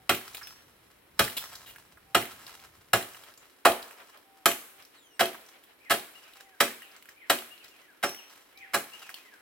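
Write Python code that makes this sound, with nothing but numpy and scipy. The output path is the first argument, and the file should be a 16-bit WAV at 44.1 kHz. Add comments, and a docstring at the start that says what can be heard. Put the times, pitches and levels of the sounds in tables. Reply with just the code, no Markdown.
"""Machete carving a pole in woodland

Twelve blows point a leaning wooden pole: each grazes, tears fibres (shaped noise) and rings the pole (sine modes).
Splinters crack, chips drop into dry leaves (noise bursts, random clicks) and the blade rings at three touches.
A dove and two songbirds call (gliding sines) over a steady hush and faint rumble (filtered noise).
Stems scatter the sound; far trees return a noise tail with two soft echoes.
"""
import sys
import numpy as np
from scipy import signal
from scipy.io import wavfile

SR = 44100
rng = np.random.default_rng(int(sys.argv[2]) if len(sys.argv) > 2 else 0)


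def master_out(mix):
    """Clip the mix to full scale and print it as 16-bit PCM to the path in sys.argv[1]."""
    frames = np.transpose(np.atleast_2d(mix))
    ceiling = np.clip(frames, -1, 1)
    pcm = np.round(ceiling * 32767).astype(np.int16)
    wavfile.write(sys.argv[1], SR, pcm)


N = 414981

# blows: (time [s], time in wood [s], graze before bite [s], knock [Hz], strength [dB],
# brightness [dB/octave], hollow ring [dB], leaves shaken [dB])
CHOPS = [(0.0935, 0.0043, 0.00096, 1413, 1.5, 0, -6.5, -52), (1.1926, .0063, .001, 1520, 1, 0.35, -4, -50),
         (2.1474, 0.0058, .0015, 1270, 2, -.3, -2, -52.5), (2.9327, 0.0068, .001, 1142, 0, 0.56, 2, -56.5),
         (3.6529, .014, .0025, 1172, 1, -1.24, 8, -58), (4.4574, 0.0038, .0005, 1270, 1.5, 1, -1.5, -71),
         (5.2069, 0.006, .013, 1284, -1, -0.67, 2.5, -69),
         (5.9054, .02, 0.008, 1294, -3.5, -0.56, -2, -59.5), (6.604, .011, .002, 1200, -0.9, 0, -1.5, -70),
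         (7.2976, .0098, .001, 1208, -.5, 0, -2, -62), (8.035, 0.0096, .0071, 1316, -6.5, -0.45, 1, -60),
         (8.742, .012, 0.0075, 1150, -5.5, 0, 0.5, -54)]
# pole bending modes, before detuning: (frequency [Hz], level [dB], t60 [s])
POLE_MODES = [(84, -47.5, 0.076), (113.4, -45.5, 0.22), (127.4, -46, 0.1), (174.4, -42.5, 0.15),
              (208.4, -36, .2), (235.5, -39.5, 0.32), (282, -34.5, 0.182), (342.4, -31.5, 0.18),
              (372, -32.5, 0.27), (421.6, -30.5, 0.15), (523.6, -27, 0.14), (574.8, -22, 0.13),
              (683.7, -22.5, 0.15), (752, -22, 0.075), (834, -25.5, 0.11), (1131, -34.5, 0.13),
              (1190, -28.5, 0.19), (1250, -30.5, .09), (1357, -28, .09), (1663, -32, 0.12),
              (2115, -28.5, 0.06), (2468, -29, 0.065), (3192, -26, 0.035)]
# tearing fibres: (frequency [Hz], level [dB])
TEAR_SPECTRUM = [(40, -33), (70, -25), (150, -19.5), (300, -13), (700, -7), (950, -14.5), (1400, -4.5),
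                 (2200, -6.5), (3200, -8.5), (4800, -17), (7800, -21.5), (9200, -15), (12000, -20.5),
                 (16000, -28.5)]
# decay of the splitting wood: (frequency [Hz], t60 [s])
TEAR_DECAY = [(70, 0.15), (300, 0.32), (1000, 0.15), (3000, 0.076), (12000, 0.017)]
# loudest chips and twigs landing: (time [s], level [dB], clack [Hz], slide through leaves [s])
CHIP_LANDINGS = [(0.347, -25, 2920, 0.00013), (0.37, -32, 3540, 0.00047), (.412, -38.5, 1500, 0.019),
                 (.471, -30.5, 2590, 0.00069), (1.278, -23, 1900, 0.00065), (1.367, -28.5, 3170, 0.016),
                 (1.553, -39.5, 4700, 0.0044), (1.66, -47, 2780, 0.051), (1.76, -33.5, 1980, 0),
                 (1.972, -41, 1190, 0.003), (2.466, -33.5, 4000, 0), (3.146, -35.5, 2220, 0.00074),
                 (3.827, -33.5, 3700, 0), (3.909, -34, 1800, 0), (5.345, -27.5, 1224, 0.00063),
                 (6.82, -36, 2050, 0), (7.0245, -40, 2720, 0), (7.088, -36.5, 1890, 0),
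                 (7.6445, -41, 4200, 0), (8.146, -31.5, 2210, 0.00063), (9.092, -31, 2000, 0),
                 (9.142, -28.5, 3450, 0)]
# glancing touches of the blade: (time [s], level [dB], favoured frequency [Hz])
BLADE_TOUCHES = [(.43, -47.5, 5140), (1.39, -51.5, 5400), (8.04, -39.5, 5700)]
# steel blade modes: (frequency [Hz], level re touch [dB], t60 [s])
BLADE_MODES = [(4549, -6, 0.47), (5187, 0.5, 0.33), (5663, -3, 0.55), (6083, -13, 0.31), (6460, -11, 0.35)]
# whistle harmonics: (multiple of fundamental, level [dB])
WHISTLE_HARMONICS = [(1, 2), (2, -3.5), (3, -2.5)]
# near scatter off foliage: (frequency [Hz], level re source [dB])
FOLIAGE_SCATTER = [(100, -20.5), (300, -14), (700, -4.5), (1500, -3.5), (3000, -3), (6000, -1.5),
                   (14000, 5.5)]
# near scatter off stems: (frequency [Hz], level re source [dB])
STEM_SCATTER = [(100, -17), (300, -20), (700, -11), (1500, -11.5), (3000, -6), (6000, -1.5), (14000, 2)]
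# far forest tail: (frequency [Hz], relative level [dB])
FOREST_TAIL = [(100, -19.5), (600, -22.5), (1400, -15.5), (3000, -16.5), (6000, -13.5), (14000, -5)]
# colour of the far echoes: (frequency [Hz], relative level [dB])
ECHO_COLOUR = [(100, -12.5), (600, -14), (1500, -5.5), (3000, -5.5), (6000, -10), (14000, -16)]
# echoes from stands of trees: (delay [s], spread [s], level before colour [dB])
ECHOES = [(.345, 0.02, -25.5), (0.493, 0.021, -29)]
# channel correlation of diffuse sound, before any share: (frequency [Hz], correlation [0-1])
LIKENESS = [(100, 0.67), (500, 0.8), (1100, 0.25), (2000, 0.23), (3200, 0), (5000, 0), (16000, 0.03)]
# woodland air: (frequency [Hz], gain on white noise [dB])
AIR_SPECTRUM = [(25, -66), (60, -58), (130, -68), (320, -48), (700, -54.5), (1300, -55.5), (2200, -56),
                (4000, -62.5), (7500, -79), (9500, -61), (15500, -67.5)]
# deep bass over time, thinner after the fourth blow: (time [s], level [dB])
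BASS = [(0, 9.5), (1.2, 13), (2.95, 13), (3.6, -2.5), (9.41, -3)]
# dove calls: (time [s], level [dB])
DOVE_CALLS = [(-.18, -62.5), (2.04, -58.5), (4.22, -61), (6.32, -60.5), (8.53, -59.5)]
# arch of each coo: (first [Hz], middle [Hz], last [Hz])
COO_HZ = (767, 781, 725)
# songbird notes before stretching: (time in phrase [s], length [s], first [Hz], middle [Hz], last [Hz], level [dB])
PHRASE = [(0, 0.079, 2080, 2430, 2430, -3), (.04, .09, 2580, 2087, 1600, 0.5),
          (0.371, 0.0575, 2420, 2840, 2780, 0.5), (.46, .085, 3220, 2580, 2190, -3),
          (0.591, .065, 2940, 2610, 2150, -6), (.695, .07, 2180, 1990, 1780, -9.5),
          (0.767, .068, 1770, 1610, 1380, -8), (1.072, .066, 3380, 2830, 2160, 2.5)]
# renditions of the phrase: (time [s], time stretch [ratio], level [dB])
SONGS = [(5.78, 0.95, -52.5), (7.14, 0.95, -51), (8.54, 1.0, -46.5)]

TIME_S = np.arange(N) / SR
EDGES_HZ = np.geomspace(22, 17000, 25)
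# filter bank: (centre [Hz], filter sections)
BANK = [(np.sqrt(lo * hi), signal.butter(2, [lo, hi], "band", fs=SR, output="sos"))
        for lo, hi in zip(EDGES_HZ, EDGES_HZ[1:])]

GRAZE_DB = -9.5  # re bite
HOLLOW_HZ, HOLLOW_OCTAVES = 681, 0.53
BOOM_HZ, PIVOT_HZ = 110.2, 1294  # brightness tilts about the pivot
SUB_HZ, SUB_FOLLOWS, SUB_DB = 55, 1.8, -3  # sub swings wider than the boom
CRACKS_PER_BLOW, CRACK_FROM_S, CRACK_TO_S = 3, .04, .13
CRACK_DB, CRACK_FADE_DB_PER_S, CRACK_HZ, CRACK_SPREAD_OCTAVES = -17, 131, 2490, 0.54
BITS_PER_BLOW, FALL_S, FALL_SPREAD_S = 4, .36, .13
BIT_DB, BIT_SPREAD_DB, BIT_HZ, BIT_SPREAD_OCTAVES = -45.5, 3.5, 3980, .5
STIR_PEAK_S, STIR_RISE_S, SETTLE_T60_S, RUSTLE_DB = 0.29, 0.16, 1.44, -71.5
COO_S, SECOND_COO_AFTER_S, SECOND_COO_S, SECOND_COO_DB = .27, .475, .19, -5
WHISTLE_AT_S, WHISTLE_S, WHISTLE_DB = 4.95, 0.23, -64
WHISTLE_HZ, WHISTLE_DROP_HZ, WHISTLE_DROP_S, WHISTLE_SAG_HZ_PER_S = 3280, 1400, 0.055, 2700


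def from_db(db):
    """Decibels to amplitude gain."""
    return 10 ** (np.asarray(db) / 20)


def at_hz(points, hz):
    """Interpolate a table on a log-frequency axis."""
    freqs, values = np.transpose(points)
    return np.interp(np.log(hz), np.log(freqs), values)


def bass_db(time_s):
    """Deep-bass level at a given time."""
    return np.interp(time_s, *np.transpose(BASS))


def dying(t, t60_s):
    """Full until t = 0, then exponential decay of 60 dB per t60."""
    return np.exp(-np.log(1000) * np.maximum(t, 0) / t60_s)


def seconds(length_s):
    """Time axis from zero."""
    return np.arange(int(length_s * SR)) / SR


def unit(shape):
    """Scale to energy 1."""
    return shape / np.sqrt(np.sum(shape ** 2))


def band_pass(low_hz, high_hz, sound):
    """Second-order Butterworth band-pass."""
    return signal.sosfilt(signal.butter(2, [low_hz, high_hz], "band", fs=SR, output="sos"), sound)


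def high_pass(low_hz, sound):
    """Second-order Butterworth high-pass."""
    return signal.sosfilt(signal.butter(2, low_hz, "high", fs=SR, output="sos"), sound)


def add(out, time_s, sound):
    """Mix a sound in at a time, trimmed to the output."""
    at = int(round(time_s * SR))
    first, last = max(at, 0), min(at + len(sound), len(out))
    out[first:last] += sound[first - at:last - at]


def bands(size):
    """White noise split into bands, as (Hz, noise); neighbours use different noise."""
    white = rng.standard_normal((2, size + SR // 10))  # the extra 0.1 s lets the filters settle
    return [(hz, signal.sosfilt(sos, white[k % 2])[-size:]) for k, (hz, sos) in enumerate(BANK)]


def stereo_bands(size, likeness_share=1):
    """Diffuse stereo noise bands; mid and side mix to the tabled correlation times its share."""
    for (hz, mid), (_, side) in zip(bands(size), bands(size)):
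        alike = np.clip(likeness_share * at_hz(LIKENESS, hz), -1, 1)
        mid_part = np.sqrt((1 + alike) / 2) * mid
        side_part = np.sqrt((1 - alike) / 2) * side * [[1], [-1]]
        yield hz, mid_part + side_part


def ragged(t, per_s, spread_db):
    """Random gain with per_s knots a second, mean power 1."""
    steps = from_db(spread_db * rng.standard_normal(len(t)))
    gain = np.interp(t * per_s, np.arange(len(t)), steps)
    return gain / np.sqrt(np.mean(gain ** 2))


def air(level_db=0.0, likeness_share=0.44):
    """Steady woodland hush: diffuse noise shaped by band."""
    hush = sum(noise * from_db(at_hz(AIR_SPECTRUM, hz)) for hz, noise in stereo_bands(N, likeness_share))
    return from_db(level_db) * hush


def rumble(low_hz=30, high_hz=160, level_db=-82, follows=1.17):
    """Faint, lumpy low noise whose level follows the deep bass."""
    noise = band_pass(low_hz, high_hz, rng.standard_normal(N))
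    level = from_db(level_db + follows * bass_db(TIME_S))
    return noise / np.std(noise) * ragged(TIME_S, per_s=20, spread_db=2.6) * level


def notes(table, waver):
    """Pure tones arching through three pitches, with a half-sine swell and random waver."""
    out = np.zeros(N)
    for time_s, length_s, *pitches_hz, db in table:
        u = seconds(length_s) / length_s
        wobble = np.interp(u, np.linspace(0, 1, num=12), rng.standard_normal(size=12))
        arch_hz = np.polyval(np.polyfit([0, .5, 1], pitches_hz, 2), u)
        phase = 2 * np.pi * np.cumsum(arch_hz * (1 + waver * wobble)) / SR
        add(out, time_s, from_db(db) * np.sin(np.pi * u) * np.sin(phase))
    return out


def dove():
    """Each call is a long coo, then a shorter, softer one on the same pitch arch."""
    first = [(s, COO_S, *COO_HZ, db) for s, db in DOVE_CALLS]
    second = [(s + SECOND_COO_AFTER_S, SECOND_COO_S, *COO_HZ, db + SECOND_COO_DB) for s, db in DOVE_CALLS]
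    return notes(first + second, waver=0.0042)


def blow_colour(time_s, strength_db, brightness_db, hollow_db):
    """Blow spectrum as (Hz, dB): sub and boom, then a tilt with a hollow-ring hump."""
    hz = np.geomspace(280, 9000, 21)
    hump = np.exp(-.5 * (np.log2(hz / HOLLOW_HZ) / HOLLOW_OCTAVES) ** 2)
    db = strength_db + brightness_db * np.log2(hz / PIVOT_HZ) + hollow_db * hump
    low_db = bass_db(time_s)
    return [(SUB_HZ, SUB_DB + SUB_FOLLOWS * low_db), (BOOM_HZ, low_db), *zip(hz, db)]


def tearing(t, bite_s, graze_s, graze_db, colour, rise_cycles=.8, sag_db=5.0):
    """Fibres snap as ragged noise while the edge is in the wood; lows build up more slowly."""
    inside = np.maximum(t, 0)
    force = from_db(-sag_db * np.minimum(inside / bite_s, 1))  # blade slows as it sinks in
    out = np.zeros(len(t))
    for hz, noise in bands(len(t)):
        decay = dying(t - bite_s, at_hz(TEAR_DECAY, hz))
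        cut = force * (1 - np.exp(-inside * hz / rise_cycles)) * decay
        skim = from_db(graze_db) * (1 - np.exp(-(t + graze_s) * hz / rise_cycles)) * (t < 0)
        out += noise * (cut + skim) * from_db(at_hz(TEAR_SPECTRUM, hz) + at_hz(colour, hz))
    return out * ragged(t, per_s=1800, spread_db=2.0)


def pole(t, bite_s, knock_hz, colour, knock_db=-23.0, knock_t60_s=0.056, rise_cycles=2.8,
         spread_db=2.0, push_share=0.56, detune=.012):
    """Bending modes fill within a few cycles, varied per blow; the struck spot adds a knock."""
    inside, out = np.maximum(t, 0), np.zeros(len(t))
    for hz, db, t60_s in POLE_MODES + [(knock_hz, knock_db, knock_t60_s)]:
        strength = from_db(db + at_hz(colour, hz) + spread_db * rng.standard_normal())
        swell = (1 - np.exp(-inside * hz / rise_cycles)) * dying(t - push_share * bite_s, t60_s)
        mode_hz = hz * (1 + detune * rng.standard_normal())
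        out += strength * swell * np.sin(2 * np.pi * (mode_hz * inside + rng.random()))
    return out


def chops(tear_db=-0.68, pole_db=-1.0):
    """Each blow sums tearing wood and ringing pole, coloured alike."""
    out, span = np.zeros(N), seconds(.5)
    for time_s, bite_s, graze_s, knock_hz, strength_db, brightness_db, hollow_db, _ in CHOPS:
        t = span - graze_s  # zero at the bite
        colour = blow_colour(time_s, strength_db, brightness_db, hollow_db)
        torn = from_db(tear_db) * tearing(t, bite_s, graze_s, GRAZE_DB, colour)
        rung = from_db(pole_db) * pole(t, bite_s, knock_hz, colour)
        add(out, time_s - graze_s, torn + rung)
    return out


def splinters():
    """Late cracks of the opening cut, weaker when later: (s, dB, Hz, no slide)."""
    blows = [(s, strength_db) for s, _, _, _, strength_db, *_ in CHOPS for _ in range(CRACKS_PER_BLOW)]
    after_s = rng.uniform(CRACK_FROM_S, CRACK_TO_S, len(blows))
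    high = rng.uniform(-1, 1, len(blows))
    return [(s + late_s, CRACK_DB + db - CRACK_FADE_DB_PER_S * late_s, CRACK_HZ * 2 ** (CRACK_SPREAD_OCTAVES * up), 0)
            for (s, db), late_s, up in zip(blows, after_s, high)]


def small_bits():
    """Bits of bark thrown into the leaves, scattered about each blow's fall time: (s, dB, Hz, no slide)."""
    blows_s = np.repeat([s for s, *_ in CHOPS], BITS_PER_BLOW)
    chance = np.clip(rng.standard_normal((len(blows_s), 3)), -2, 2)
    return [(s + FALL_S + FALL_SPREAD_S * late, BIT_DB + BIT_SPREAD_DB * loud,
             BIT_HZ * 2 ** (BIT_SPREAD_OCTAVES * high), 0)
            for s, (late, loud, high) in zip(blows_s, chance)]


def chips(t60_s=0.013, width=0.76, clack_db=2.5, crisp_db=-6.5, skitter_db=-20.5, skitter_t60_s=.08, twig_hz=3000):
    """Noise bursts give clack, leaf crunch and skitter; low pitches last longer and duller. Cracks share this."""
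    out, t = np.zeros(N), seconds(0.23)
    for time_s, db, hz, slide_s in CHIP_LANDINGS + small_bits() + splinters():
        smallness = hz / twig_hz
        skitter = from_db(skitter_db) * dying(t, skitter_t60_s) * ragged(t, per_s=350, spread_db=6.0)
        burst = rng.standard_normal(len(t)) * (dying(t - slide_s, t60_s / smallness) + skitter)
        clack = band_pass(hz / (1 + width / 2), hz * (1 + width / 2), burst)
        crunch = from_db(crisp_db) * min(smallness, 1) ** 2 * burst
        add(out, time_s, from_db(db) * (from_db(clack_db) * clack + crunch))
    return out


def stirring():
    """Leaf motion: a delayed swell after each blow, power-summed over a faint rustle."""
    times = TIME_S[::100]
    power = from_db(RUSTLE_DB) ** 2
    for time_s, *_, shaken_db in CHOPS:
        t = times - time_s - STIR_PEAK_S
        swell = np.exp(-.5 * (np.minimum(t, 0) / STIR_RISE_S) ** 2)
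        power = power + (from_db(shaken_db) * swell * dying(t, SETTLE_T60_S)) ** 2
    return np.interp(TIME_S, times, np.sqrt(power))


def leaves(per_s=1100, size_db=3.5, low_hz=600, soft_hz=2000, crisp_gain=0.11, level_db=-1.0):
    """Dry leaves: clumps of random clicks of uneven size, softened by a low-pass."""
    hits = (rng.random(N) < per_s / SR) * rng.choice([-1, 1], N)
    sizes = from_db(size_db * np.minimum(rng.exponential(1, N), 5))
    clicks = high_pass(low_hz, hits * sizes)
    soft = signal.sosfilt(signal.butter(1, soft_hz, fs=SR, output="sos"), clicks)
    crackle = crisp_gain * clicks + soft
    level = from_db(level_db) * stirring() * ragged(TIME_S, per_s=71, spread_db=4.5)
    return crackle / np.std(crackle) * level


def blade(spread_db=1.0, aside_db_per_octave=25):
    """Thin steel rings in decaying modes, strongest near the pitch each touch favours."""
    out, t = np.zeros(N), seconds(1)
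    for time_s, db, favoured_hz in BLADE_TOUCHES:
        for hz, mode_db, t60_s in BLADE_MODES:
            aside_db = aside_db_per_octave * abs(np.log2(hz / favoured_hz))
            level_db = db + mode_db - aside_db + spread_db * rng.standard_normal()
            add(out, time_s, from_db(level_db) * dying(t, t60_s) * np.sin(2 * np.pi * hz * t))
    return out


def whistle(edge_s=0.0098, fade_t60_s=2.2, throat_hz=9800):
    """A second bird's whistle drops fast, then sags; the throat damps the highest harmonics."""
    out, t = np.zeros(N), seconds(WHISTLE_S)
    hz = WHISTLE_HZ + WHISTLE_DROP_HZ * np.exp(-t / WHISTLE_DROP_S) - WHISTLE_SAG_HZ_PER_S * t
    phase = 2 * np.pi * np.cumsum(hz) / SR
    tone = sum(from_db(db) / (1 + (k * hz / throat_hz) ** 10) * np.sin(round(k) * phase)
               for k, db in WHISTLE_HARMONICS)
    edges = np.minimum(np.minimum(t, WHISTLE_S - t) / edge_s, 1)
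    level = edges * dying(t, fade_t60_s) * ragged(t, per_s=70, spread_db=3.0)
    add(out, WHISTLE_AT_S, from_db(WHISTLE_DB) * level * tone)
    return out


def songbird():
    """One phrase of slurred notes, repeated with its own time stretch and level."""
    return notes([(start_s + stretch * s, length_s, *pitches_hz, song_db + db)
                  for start_s, stretch, song_db in SONGS
                  for s, length_s, *pitches_hz, db in PHRASE], waver=0.015)


def woodland(foliage_t60_s=0.037, stems_t60_s=0.25, stems_rise_s=0.0069):
    """Near-scatter impulse response: foliage at once, stems building up soon after."""
    t, out = seconds(.5), 0
    foliage = unit(dying(t, foliage_t60_s))
    stems = unit(dying(t, stems_t60_s) * (1 - np.exp(-t / stems_rise_s)))
    for hz, noise in stereo_bands(len(t)):
        off_foliage = from_db(at_hz(FOLIAGE_SCATTER, hz)) * foliage
        off_stems = from_db(at_hz(STEM_SCATTER, hz)) * stems
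        out = out + noise * np.hypot(off_foliage, off_stems)
    return out


def heard(source, scatter, pan_db, direct_db, lag_s):
    """Direct sound with a level and time difference between channels, plus convolved scatter."""
    left = source * from_db(pan_db / 2)
    right = np.interp(TIME_S - lag_s, TIME_S, source) * from_db(-pan_db / 2)
    scattered = signal.fftconvolve(source[None], scatter, axes=1)[:, :N]
    return from_db(direct_db) * np.array([left, right]) + scattered


def forest(source, t60_s=0.77, rise_s=0.015):
    """Far trunks return band energy as noise: a toneless tail and two soft echoes."""
    t, out = seconds(2), 0
    tail = unit(dying(t, t60_s) * (1 - np.exp(-t / rise_s)))
    echoes = sum(from_db(db) * unit(np.exp(-.5 * ((t - delay_s) / spread_s) ** 2))
                 for delay_s, spread_s, db in ECHOES)
    for (hz, noise), (_, sos) in zip(stereo_bands(N), BANK):
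        tail_power = (from_db(at_hz(FOREST_TAIL, hz)) * tail) ** 2
        echo_power = (from_db(at_hz(ECHO_COLOUR, hz)) * echoes) ** 2
        power = signal.fftconvolve(signal.sosfilt(sos, source) ** 2, tail_power + echo_power)[:N]
        out = out + np.sqrt(np.abs(power)) * noise / np.std(noise)
    return out


def scene():
    """Near path for work, blade, dove and whistle; weak direct songbird; forest returns work and song."""
    scatter = woodland()
    work = chops() + chips() + leaves()
    song = songbird()
    tones = blade() + whistle() + dove()
    near = heard(work + tones, scatter, pan_db=-2.0, direct_db=0.5, lag_s=.000035)
    far = from_db(3.5) * heard(song, scatter, pan_db=7.0, direct_db=-8.0, lag_s=0.0)
    returned = from_db(-1.0) * forest(work + from_db(14.5) * song)
    return near + far + returned + air() + rumble()


def record(dry):
    """The microphone thins the deep bass; peaks are rounded and the top is cut."""
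    ceiling, low_cut_hz, cutoff_hz = 1.1, 48, 16000
    thinned = high_pass(low_cut_hz, dry)
    rounded = ceiling * np.tanh(thinned / ceiling)
    return signal.sosfilt(signal.ellip(10, .1, 80, cutoff_hz, fs=SR, output="sos"), rounded)


dry = scene()
out = record(dry)
master_out(out)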